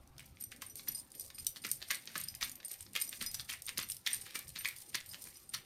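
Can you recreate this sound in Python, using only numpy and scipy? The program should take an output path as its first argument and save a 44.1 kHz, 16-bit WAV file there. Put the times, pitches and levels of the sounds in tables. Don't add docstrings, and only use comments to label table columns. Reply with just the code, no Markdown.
import sys
import numpy as np
from scipy import signal
from scipy.io import wavfile
from scipy.ndimage import uniform_filter1d

SR = 44100
rng = np.random.default_rng(int(sys.argv[2]) if len(sys.argv) > 2 else 0)


def dump_mix(stems):
    frames = np.atleast_2d(stems).T
    limited = np.clip(frames, -1, 1)
    pcm = np.round(limited * 32767).astype(np.int16)
    wavfile.write(sys.argv[1], SR, pcm)


N = 249165

# (time [s], thud level [dB], scrape level [dB], time for the scrape to fade 9 dB [s], chain rattle level [dB])
STROKES = [(.195, -70, -62, .04, -70), (.244, -70, -58, .005, -72), (.41, -70, -64, .03, -57),
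           (.52, -67, -51, .01, -64), (.622, -59, -45, .02, -55), (.775, -70, -60, .03, -52),
           (.881, -54, -45, .02, -52), (1.149, -57, -60, .01, -64), (.95, -70, -64, .03, -54),
           (1.195, -70, -66, .02, -56), (1.25, -70, -70, .02, -56), (1.39, -70, -58, .03, -55),
           (1.47, -70, -62, .02, -55), (1.562, -60, -51, .01, -62), (1.646, -47, -41, .025, -52),
           (1.715, -70, -62, .02, -54), (1.817, -55, -47, .04, -60), (1.908, -51, -37, .04, -47),
           (2.073, -60, -48, .06, -62), (2.157, -45, -41, .06, -52), (2.28, -70, -60, .03, -57),
           (2.42, -52, -33, .03, -49), (2.648, -70, -62, .02, -56), (2.71, -57, -48, .03, -53),
           (2.81, -70, -65, .02, -60), (2.956, -51, -35, .02, -52), (3.015, -70, -50, .04, -47),
           (3.127, -67, -42, .01, -54), (3.211, -46, -35, .03, -54), (3.345, -68, -50, .02, -56),
           (3.396, -68, -42, .01, -60), (3.495, -55, -35, .03, -53), (3.682, -65, -40, .01, -56),
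           (3.779, -44, -35, .03, -49), (3.9, -70, -55, .03, -54), (4.067, -54, -38, .05, -56),
           (4.135, -70, -54, .03, -48), (4.21, -70, -66, .02, -58), (4.263, -60, -43, .04, -72),
           (4.352, -48, -39, .03, -50), (4.478, -70, -62, .02, -62), (4.558, -53, -43, .06, -60),
           (4.651, -64, -37, .035, -54), (4.765, -70, -66, .03, -57), (4.82, -70, -68, .02, -60),
           (4.945, -48, -43, .04, -57), (5.058, -70, -70, .02, -57), (5.11, -70, -64, .03, -56),
           (5.144, -67, -45, .01, -60), (5.22, -70, -62, .03, -58), (5.25, -57, -56, .05, -60),
           (5.35, -70, -68, .03, -55), (5.54, -66, -41, .035, -56)]
# (frequency [Hz], one per mode)
TAG_HZ = (5018, 5890, 8880, 11880, 13060)
# (split of the pair [Hz], t60 while free [s], flutter [share of pitch],
# level left after a touch [dB])
TAG_MODES = [(16.4, 0.51, 0.0037, -32), (14.3, 0.45, 0.0022, -16), (96, 0.25, 0.0072, -19),
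             (38.5, .2, 0.00066, -30), (30.5, 0.2, 0.00099, -8)]
# (frequency [Hz], relative level [dB])
METAL_COLOUR = [(1500, -31), (2500, -16.5), (4000, -8), (5500, -4.5), (7500, -5), (9000, 1), (11000, -3.5),
                (13000, -4.5), (15200, -8.5), (16000, -18.5)]


def gain_of(db):
    return 10 ** (np.asarray(db) / 20)


def evened(x):
    return x / np.sqrt(np.mean(x ** 2) + 1e-20)


def read(points, hz):
    f, value = np.transpose(points)
    return np.interp(np.log(hz + 1), np.log(f + 1), value)


def add(mix, s, sound):
    part = mix[round(s * SR):][:len(sound)]
    part += sound[:len(part)]


def pulse(colour, size=256):
    hz = abs(np.fft.fftfreq(2048, 1 / SR))
    log_gain = np.log(gain_of(np.maximum(read(colour, hz), -100)))
    spectrum = np.exp(np.conj(signal.hilbert(log_gain)))
    taps = np.fft.ifft(spectrum).real[:size]
    return taps / np.linalg.norm(taps)


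def hiss(colour, patchy_db, size):
    frames, hz = 4 * N // size + 5, np.fft.rfftfreq(size, 1 / SR)
    real, imaginary, patches = rng.standard_normal((frames, len(hz), 3)).T
    patches = uniform_filter1d(patches, size=8, axis=0)
    patches = evened(uniform_filter1d(patches, size=10, axis=1))
    level = gain_of(read(colour, hz)[:, None] + patchy_db * patches)
    spectra = (real + 1j * imaginary) * level
    return evened(signal.istft(spectra, nperseg=size, noverlap=3 * size // 4)[1][:N])


def wander(shape, size):
    smoothed = uniform_filter1d(rng.standard_normal(shape), size)
    return evened(uniform_filter1d(smoothed, size))


def ticks(per_s, spread_db):
    size = gain_of(spread_db * np.minimum(rng.exponential(1, N), 4)) * rng.choice([-1., 1.], N)
    return size * (rng.random(N) < per_s / SR)


def swell(s, db, rise, fade):
    t = np.arange(N) / SR - s
    return gain_of(db) * np.exp(-abs(t) / np.where(t < 0, max(rise, .001), max(fade, .003)))


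def ticked(rows):
    tick, t = pulse(METAL_COLOUR), np.arange(400) / SR
    blows = 0.39 * rng.standard_normal((len(rows), len(t))) * gain_of(-60 * t / 0.016)
    blows[:, 0] = 1
    return [gain_of(row[1]) * np.convolve(blow, tick) for row, blow in zip(rows, blows)]


def lifted(x, hz, q, boost_db):
    return x + gain_of(boost_db) * signal.lfilter(*signal.iirpeak(hz, max(q, .3), SR), x)


def air():
    # (frequency [Hz], relative level [dB])
    air_colour = [(20, -1), (45, -7), (70, 7), (95, 4), (120, 7.5), (160, -2.5), (235, -0.5), (420, -10),
                  (700, -13), (1000, -14.5), (2500, -27.5), (7500, -34), (15300, -35), (16000, -66)]
    # (frequency [Hz], width [Hz], level [dB])
    hum = [(352, 19.5, -83), (526.5, 16, -83), (784, 4.9, -84)]
    air_db = -64
    t = np.arange(N) / SR
    rumble = hiss(air_colour, 4.35, size=2048)
    low = signal.lfilter(*signal.butter(2, 200, fs=SR), rumble)
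    lumps = gain_of(2.2 * wander(N, size=1000)) - 1
    out = gain_of(air_db) * (rumble + low * lumps)
    for hz, width_hz, db in hum:
        size = round(SR / (3 * width_hz))
        sine_part = wander(N, size) * np.sin(2 * np.pi * hz * t)
        cosine_part = wander(N, size) * np.cos(2 * np.pi * hz * t)
        out += gain_of(db) * (sine_part + cosine_part)
    return out


def fur():
    # (frequency [Hz], relative level [dB])
    fur_colour = [(700, -14.5), (1200, -7), (1900, 2), (4500, 2), (7000, -8), (11000, -8), (15200, -8),
                  (16000, -21)]
    rest_db, rise_s = -69, 0.0057
    pressure = gain_of(rest_db) + sum(swell(s, db, rise_s, fade) for s, _, db, fade, _ in STROKES)
    crackle = evened(signal.oaconvolve(ticks(900, 7.6), pulse(fur_colour))[:N])
    hairs = hiss(fur_colour, 3.5, size=256)
    roughness = gain_of(2.55 * wander(N, size=120))
    return gain_of(-8) * pressure * evened(hairs + 0.84 * crackle) * roughness


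def chain(count=14):
    rest_db, rise_s, fade_s = -76.5, 0.011, 0.053
    out, t = np.zeros(N), np.arange(1500) / SR
    for hz in np.geomspace(4200, 14800, count):
        chink = gain_of(-60 * t / 0.007) * np.sin(2 * np.pi * hz * t) * np.minimum(t / 0.0004, 1)
        out += gain_of(-14) * signal.oaconvolve(ticks(150, 2.5), chink)[:N]
    for hz, db in zip(TAG_HZ, (-23, -23, -11.0, -16, -20.5)):
        for shift in (-.01, 0, .01):
            nudges = ticks(130, 2)
            tinkle = gain_of(db - 60 * t / 0.023) * np.sin(2 * np.pi * hz * (1 + shift) * t)
            out += signal.oaconvolve(nudges, tinkle)[:N]
    fizz = hiss(METAL_COLOUR, 1.8, size=256)
    out = evened(out) + gain_of(-6) * fizz
    clumps = gain_of(4 * wander(N, size=400))
    shake = gain_of(rest_db) + sum(swell(s, db, rise_s, fade_s) for s, *_, db in STROKES)
    return shake * evened(out * clumps)


def knocks():
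    # (time [s], level [dB], pitch [Hz])
    clicks = [(0.0752, -49.5, 6060), (0.181, -41, 4540.0), (0.196, -40, 8140), (0.2073, -47, 4330.0),
              (0.4525, -56, 8830.0), (0.5177, -40.5, 8600), (0.5626, -43, 8800), (0.7683, -38.5, 8700.0),
              (0.9895, -38, 8800), (1.0037, -43, 8800), (1.104, -47, 8960.0), (1.118, -40.5, 8870.0),
              (1.2402, -43, 9200), (1.2627, -41, 7580.0), (1.447, -35, 12210.0), (1.484, -45, 9240.0),
              (1.561, -46, 4010.0), (1.6536, -33, 3640.0), (1.6897, -32.5, 9000), (1.7286, -48, 8400.0),
              (1.9534, -32, 8510.0), (2.0555, -39.0, 12600), (2.166, -39, 6550.0), (2.2133, -28.0, 8200),
              (2.301, -50, 13050.0), (2.4145, -43, 3850.0), (2.4208, -40.0, 3790.0),
              (2.4957, -30.5, 7000.0), (2.8077, -33.5, 8650), (2.8265, -35.5, 10900), (2.933, -37, 9970.0),
              (2.9513, -35, 8590.0), (2.9628, -25, 4050), (2.992, -42, 9320.0), (3.0692, -37, 8960.0),
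              (3.1239, -43, 4200.0), (3.2245, -26.5, 14300), (3.351, -26.5, 4570.0), (3.3953, -37.5, 4600),
              (3.4936, -43, 4270), (3.5011, -48, 4090.0), (3.5095, -32, 9190.0), (3.536, -33, 9600),
              (3.7801, -19.5, 4330), (3.7998, -28, 3790.0), (3.9101, -28.5, 9700), (3.946, -36, 12600.0),
              (3.967, -30.5, 5400.0), (4.0644, -30, 3530), (4.075, -23.5, 4330.0), (4.1565, -36, 11800.0),
              (4.219, -39, 8700), (4.224, -42, 8700), (4.391, -29, 12200), (4.4915, -33.5, 8600),
              (4.5024, -41.5, 9900), (4.5577, -48, 3570.0), (4.6762, -30, 8890.0), (4.7642, -34.5, 10500),
              (4.7853, -40, 10300), (4.804, -39, 10600), (4.822, -42, 10360.0), (4.9248, -63, 8940.0),
              (4.9453, -29.5, 4370.0), (4.954, -22, 3620.0), (5.004, -36, 7020.0), (5.1643, -57, 11610.0),
              (5.2225, -51, 11460.0), (5.2407, -34, 10000), (5.253, -42.0, 9900), (5.272, -54, 9670.0),
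              (5.371, -43, 10490.0), (5.5, -48, 10830.0), (5.533, -49, 10440.0), (5.5377, -27.5, 4170)]
    out = np.zeros(N)
    for (s, _, hz), tick in zip(clicks, ticked(clicks)):
        add(out, s, lifted(tick, hz, q=12.3, boost_db=3))
    return out


def claws():
    # (time [s], relative level [dB], decay time [s], held to at least 0.0003, pitch [Hz])
    snaps = [(0.182, -43.5, 0.00091, 4520), (0.194, -46.5, 0.0013, 2340), (0.204, -44.0, 0.0012, 2480.0),
             (0.3703, -49, 0.001, 2650), (0.5187, -42, 0.002, 2600), (0.5236, -41, 0.0012, 1750),
             (0.614, -50, 0.00078, 2090.0), (0.62, -35, 0.0043, 1130), (0.794, -45.5, 0.0037, 3800),
             (0.871, -47.5, 0.011, 1660.0), (0.8806, -37, 0.0027, 5400), (1.3016, -44.5, 0.0033, 3840),
             (1.381, -46, 0.004, 5050), (1.46, -53, 0.00018, 5490.0), (1.5602, -37.5, 0.0014, 4030.0),
             (1.567, -42, 0.0032, 3790.0), (1.648, -30.5, 0.0032, 2040), (1.676, -43, 0.0034, 1850),
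             (1.817, -38, 0.0015, 3510.0), (1.8253, -39, 0.002, 3530.0), (1.9048, -27, 0.0015, 1870.0),
             (1.906, -24.5, 0.0018, 1760), (1.9112, -28.5, 0.0032, 1610), (1.969, -49, 0.00089, 1790.0),
             (2.074, -36.0, 0.0023, 4110.0), (2.1548, -30.5, 0.00081, 1490), (2.1567, -28.5, 0.0014, 1240),
             (2.161, -30, 0.0006, 1510.0), (2.17, -41, 0.0012, 3250.0), (2.342, -43.5, 0.0011, 2450),
             (2.417, -40.0, 0.0015, 3920.0), (2.4212, -32, 0.00093, 5470.0), (2.4265, -26.0, 0.003, 4440.0),
             (2.601, -48, 0.004, 3630), (2.63, -43.5, 0.00085, 2080), (2.74, -44, 0.001, 4760.0),
             (2.805, -52, 0.003, 3360.0), (2.864, -51, 0.0037, 4480.0), (2.9604, -31, 0.0013, 2540),
             (2.9621, -28, 0.0024, 2540), (2.973, -49, 0.00089, 1660.0), (3.0175, -42, 0.0048, 4000),
             (3.129, -24, 0.0003, 3760), (3.213, -34.5, 0.0011, 3040.0), (3.22, -46, 0.0028, 3140.0),
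             (3.269, -42, 0.0007, 5060.0), (3.342, -42, 0.0013, 5460), (3.3461, -33, 0.00079, 5300),
             (3.3965, -31, 0.0011, 3970), (3.4023, -42, 0.0027, 4000), (3.4934, -36.5, 0.0023, 1960),
             (3.5, -33.0, 0.002, 3290.0), (3.519, -43.0, 0.0078, 2630.0), (3.536, -41.5, 0.0049, 2420),
             (3.684, -29, 0.00071, 4410.0), (3.6921, -22, 0.00037, 3230), (3.696, -41, 0.0016, 2900),
             (3.775, -32, 0.0011, 4350.0), (3.7896, -27, 0.0026, 3960.0), (3.811, -42, 0.0069, 3800),
             (3.832, -34.5, 0.00093, 4600), (3.8989, -39, 0.00084, 2900), (4.0629, -30, 0.0067, 3550),
             (4.0726, -22.5, 0.0017, 3140), (4.112, -49, 0.005, 2300.0), (4.22, -45, 0.00059, 4610.0),
             (4.2664, -40.5, 0.0013, 1610), (4.354, -32, 0.0021, 1750), (4.36, -30.0, 0.0009, 2560),
             (4.392, -44.5, 0.0065, 2280), (4.501, -48, 0.0017, 3640.0), (4.56, -34.5, 0.0017, 3600),
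             (4.567, -40, 0.0024, 3450.0), (4.5732, -52, 0.0011, 2970.0), (4.6477, -28, 0.0013, 3900),
             (4.6554, -28.5, 0.0023, 2290), (4.823, -56, 0.002, 4440.0), (4.9448, -30, 0.0039, 4330),
             (4.949, -25, 0.001, 3980.0), (4.9521, -29.5, 0.0017, 3830), (4.958, -40, 0.0031, 2860.0),
             (5.0096, -37.5, 0.0012, 4350.0), (5.135, -46, 0.001, 5340.0), (5.1445, -34, 0.00069, 3340),
             (5.2714, -58, 0.0022, 2200.0), (5.5406, -33, 0.005, 4080), (5.548, -33.5, 0.0031, 3980.0)]
    # (frequency [Hz], relative level [dB])
    claw_colour = [(500, -35.5), (800, -15.5), (1100, -6.5), (1850, -2.5), (3000, -5.5), (4500, -2),
                   (7000, 3.5), (12000, -2.5), (15200, -14), (16000, -58)]
    split_hz, treble_db = 4800, -13.5
    out, t = np.zeros(N), np.arange(1300) / SR
    noise, slips = rng.standard_normal((len(snaps), len(t))), rng.random((len(snaps), len(t)))
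    for (s, db, length, hz), grain, slip in zip(snaps, noise, slips):
        age = t / max(length, .0003)
        uneven = grain * (0.58 + 1.5 * (slip < .06))
        burst = uneven * np.exp(-age) * np.minimum(age / 0.27, 1)
        add(out, s, gain_of(db) * lifted(burst, hz, q=2.6, boost_db=5))
    low, high = (signal.butter(2, split_hz, kind, fs=SR) for kind in ("low", "high"))
    mixed = signal.lfilter(*low, out) + gain_of(treble_db) * signal.lfilter(*high, out)
    return gain_of(7.5) * signal.oaconvolve(mixed, pulse(claw_colour))[:N]


def collar(x):
    # (frequency [Hz], width [Hz], level [dB])
    resonances = [(1732, 54, -13), (2330, 870, -18), (3610, 340, -15.5)]
    return x + sum(gain_of(db) * signal.lfilter(*signal.iirpeak(hz, hz / width_hz, SR), x)
                   for hz, width_hz, db in resonances)


def thuds():
    # (frequency [Hz], relative level [dB])
    thud_colour = [(80, -26.5), (150, -2.5), (260, -3), (450, -8), (600, -4), (750, -23.5)]
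    out, t = np.zeros(N), np.arange(2500) / SR
    for (s, db, *_), noise in zip(STROKES, rng.standard_normal((len(STROKES), len(t)))):
        add(out, s, gain_of(db - 60 * t / 0.058) * noise * np.minimum(t / 0.0052, 1))
    return gain_of(2) * signal.oaconvolve(out, pulse(thud_colour, size=1024))[:N]


def ring(mode_db, free_s, flutter, detune):
    t = np.arange(flutter.shape[1]) / SR
    touched = np.maximum(t - free_s, 0)
    out = np.zeros(len(t))
    for hz, mode, db, sway, off in zip(TAG_HZ, TAG_MODES, mode_db, flutter, detune):
        split_hz, t60, share, left_db = mode
        turns = np.cumsum(hz * (1 + share * (sway + off))) / SR
        pair = np.sin(2 * np.pi * turns) + .3 * np.sin(2 * np.pi * (turns + split_hz * t))
        damping_db = np.maximum(-2500 * touched, min(left_db, 0))
        out += gain_of(db - 60 * t / t60 + damping_db) * pair
    fade_in = np.sin(np.pi / 2 * np.minimum(t / .0004, 1)) ** 2
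    fade_out = np.cos(np.pi * t / t[-1] / 2)
    return out * fade_out * fade_in


def tag():
    # (time [s], tick level [dB], ring level [dB], place round the rim [turns],
    # hardness [dB per octave], free ringing time [s])
    clinks = [(0.41, -41, -31, 0.61, 9, 0.003), (0.4238, -55, -33.5, 0, 27, 0.0017),
              (0.4387, -38, -20.5, 0.54, 14, 0.0037), (0.6192, -31, -31.5, 0.52, 21, 0.009),
              (0.664, -50, -39, 0.024, 18, 0.0054), (0.698, -52, -33.5, 0.58, -3, 0.015),
              (0.756, -30, -45, 0.38, 11, 0.005), (0.8842, -38, -20, 0.69, -16.5, 0.007),
              (0.9179, -49.0, -31, 0.82, -6, 0.0049), (0.948, -41, -25.5, 0.86, -7.5, 0.012),
              (0.9812, -57.0, -36, 0.91, -2.5, 0.022), (0.998, -36, -38, 0.91, 12.0, 0.003),
              (1.1504, -37.5, -42.5, 0.825, -4, 0.033), (1.1967, -32.0, -26.5, 0.69, -17, 0.0018),
              (1.2087, -39, -33.5, 0.99, 14, 0.002), (1.346, -58, -38, 0.85, -7, 0.016),
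              (1.3851, -49, -33.5, 0.83, -11.5, 0.02), (1.3983, -38, -36, 0.93, 11, 0.004),
              (1.4673, -14.5, -15, 0.48, 5, 0.003), (1.492, -50.0, -46, 0.6, 16, 0.037),
              (1.619, -55.0, -43, 0.97, 3, 0.0094), (1.6474, -37, -35, 0.525, 20, 0.007),
              (1.6663, -29.5, -37, 0.59, 18.0, 0.007), (1.7147, -19, -16, 0.9, 19, 0.0012),
              (1.74, -52.0, -50, 0.925, 15, 0.004), (1.7596, -42.0, -43, 0.91, 20, 0.011),
              (1.8852, -52.0, -44, 0.675, -6.0, 0.02), (1.9105, -20.0, -17.5, 0.51, 15, 0.004),
              (1.946, -30.0, -29, 0.52, 1, 0.013), (2.179, -26, -27, 0.87, 3, 0.002),
              (2.2, -39, -35, 0.85, 14, 0.014), (2.237, -35.0, -27.5, 0.86, -2, 0.008),
              (2.285, -45, -34, 0.22, -11.5, 0.00081), (2.35, -30.5, -44.5, 0.27, -6, 0.0033),
              (2.428, -46, -43, 0.55, 6.0, 0.011), (2.4353, -27, -41, 0.95, 12.0, 0.014),
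              (2.445, -34.0, -29, 0.86, 6.0, 0.006), (2.5162, -33, -30.5, 0.5, 15, 0.0065),
              (2.555, -35, -53.5, 0.25, 10, 0.005), (2.6482, -36, -29.5, 0.925, 13, 0.015),
              (2.682, -35, -46, 0.75, 4, 0.004), (2.7148, -31, -32, 0.88, 20, 0.0063),
              (2.7385, -37, -27, 0.55, 16, 0.004), (3.0008, -31, -44, 0.81, 12.0, 0.0055),
              (3.0149, -23, -22.5, 0.91, 12.0, 0.008), (3.0203, -35, -17.5, 0.83, -8, 0.0023),
              (3.0756, -40, -36, 0.67, -22, 0.013), (3.0917, -32, -20, 0.516, 14, 0.0023),
              (3.214, -33, -36, 0.9, 12.0, 0.023), (3.2628, -26.0, -30, 0.71, -22.5, 0.049),
              (3.314, -31, -53, 0.15, 12.0, 0.006), (3.344, -24, -34.5, 0.35, -14.5, 0.005),
              (3.3712, -51, -48, 0.42, 12.0, 0.0067), (3.528, -31, -44, 0.36, -13, 0.009),
              (3.6208, -30, -49, 0.95, 16, 0.0047), (3.656, -41, -41, 0.975, 18.0, 0.003),
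              (3.6652, -31, -34.5, 0, 36, 0.0033), (3.691, -33, -37, 0.97, 18.0, 0.0071),
              (3.774, -46, -42, 0.3, -17, 0.0043), (3.8272, -32.0, -30, 0.59, 3, 0.019),
              (3.888, -34, -37, 0.88, 21, 0.005), (3.9, -29.0, -28, 0, 30.0, 0.0022),
              (3.9191, -23.5, -28, 0.53, 11, 0.005), (4.104, -42.0, -34, 0.43, 7, 0.017),
              (4.1315, -24.5, -24, 0.0, 18, 0.0073), (4.1444, -28, -18, 0.58, 3, 0.0018),
              (4.195, -58.0, -46, 0.56, 6.0, 0.01), (4.213, -48, -37, 0.975, 18.0, 0.005),
              (4.354, -30, -32, 0.88, 6.0, 0.0099), (4.4798, -54, -37, 0.88, 0.0, 0.006),
              (4.5875, -55, -30.5, 0.49, 11, 0.058), (4.6472, -43.0, -65, 0.15, -30.0, 0.0033),
              (4.6607, -41.0, -38, 1, 9, 0.0069), (4.686, -25.5, -38, 0.67, 11, 0.002),
              (5.061, -40, -50, 0.87, 14, 0.032), (5.091, -39, -50, 0.15, 10, 0.014),
              (5.1128, -56, -51, 0.89, -31, 0.0065), (5.1302, -38.0, -64, 0.275, 11, 0.005),
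              (5.356, -53, -55, 0.3, -16.5, 0.014), (5.492, -42, -37, 0.96, 18.0, 0.0064),
              (5.5468, -26, -29, 0.52, -2, 0.003)]
    # (place where it swings most [turns], level there [dB],
    # level change half a turn away [dB])
    rim = [(0.14, -7.5, -33), (0.37, -13.5, -27), (0.11, -2.5, -17.5), (.73, -2.5, -77), (.25, 1, -63)]
    even_s = 0.16
    out, (best, top_db, node_db) = np.zeros(N), np.transpose(rim)
    octaves = np.log2(np.divide(TAG_HZ, TAG_HZ[2]))
    detunes = rng.standard_normal((len(clinks), len(TAG_MODES)))
    flutters = wander((len(clinks), len(TAG_MODES), 4400), size=150)
    for clink, tick, flutter, detune in zip(clinks, ticked(clinks), flutters, detunes):
        s, _, ring_db, place, hard_db, free_s = clink
        add(out, s, tick)
        unevenness = max(1 - free_s / even_s, 0)
        place_db = top_db + unevenness * node_db * np.sin(np.pi * (place - best)) ** 2
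        mode_db = ring_db + place_db + hard_db * octaves
        add(out, s, ring(mode_db, free_s, flutter, detune))
    return out


def bedroom(x, count=4):
    # (frequency [Hz], t60 [s])
    decay = [(800, 0.24), (2100, 0.25), (5600, 0.13), (14700, 0.2)]
    taps = np.zeros((count, SR // 2))
    slots = np.arange(150, SR // 2 - 20, 20)
    places = slots + rng.integers(0, 20, (count, len(slots)))
    signs = rng.choice([-1., 1.], (count, len(slots)))
    np.put_along_axis(taps, places, signs, 1)
    hz, t, spectra = signal.stft(taps, SR, nperseg=256)
    fading = gain_of(-60 * t / read(decay, hz)[:, None])
    tails = signal.istft(spectra * fading, SR, nperseg=256)[1]
    turn = np.pi * (np.arange(N) / SR * 9 + np.arange(count)[:, None] / count)
    shares = np.sqrt(2 / count) * np.cos(turn)
    return signal.fftconvolve(x * shares, tails / np.linalg.norm(tails[0]), axes=1)[:, :N].sum(0)


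def scene():
    metal = tag() + knocks() + chain()
    paw = collar(claws() + fur()) + thuds()
    wet = bedroom(gain_of(-8.5) * metal + gain_of(-6.5) * paw)
    return (metal + paw + wet + air())[None]


def record(dry):
    edge_hz = 16400
    mic = signal.lfilter(*signal.butter(6, 15500, fs=SR), dry)
    band_limit = signal.firwin(511, edge_hz, window=("kaiser", 9), fs=SR)
    return signal.oaconvolve(mic, band_limit[None], "same")


dry = scene()
out = record(dry)
dump_mix(out)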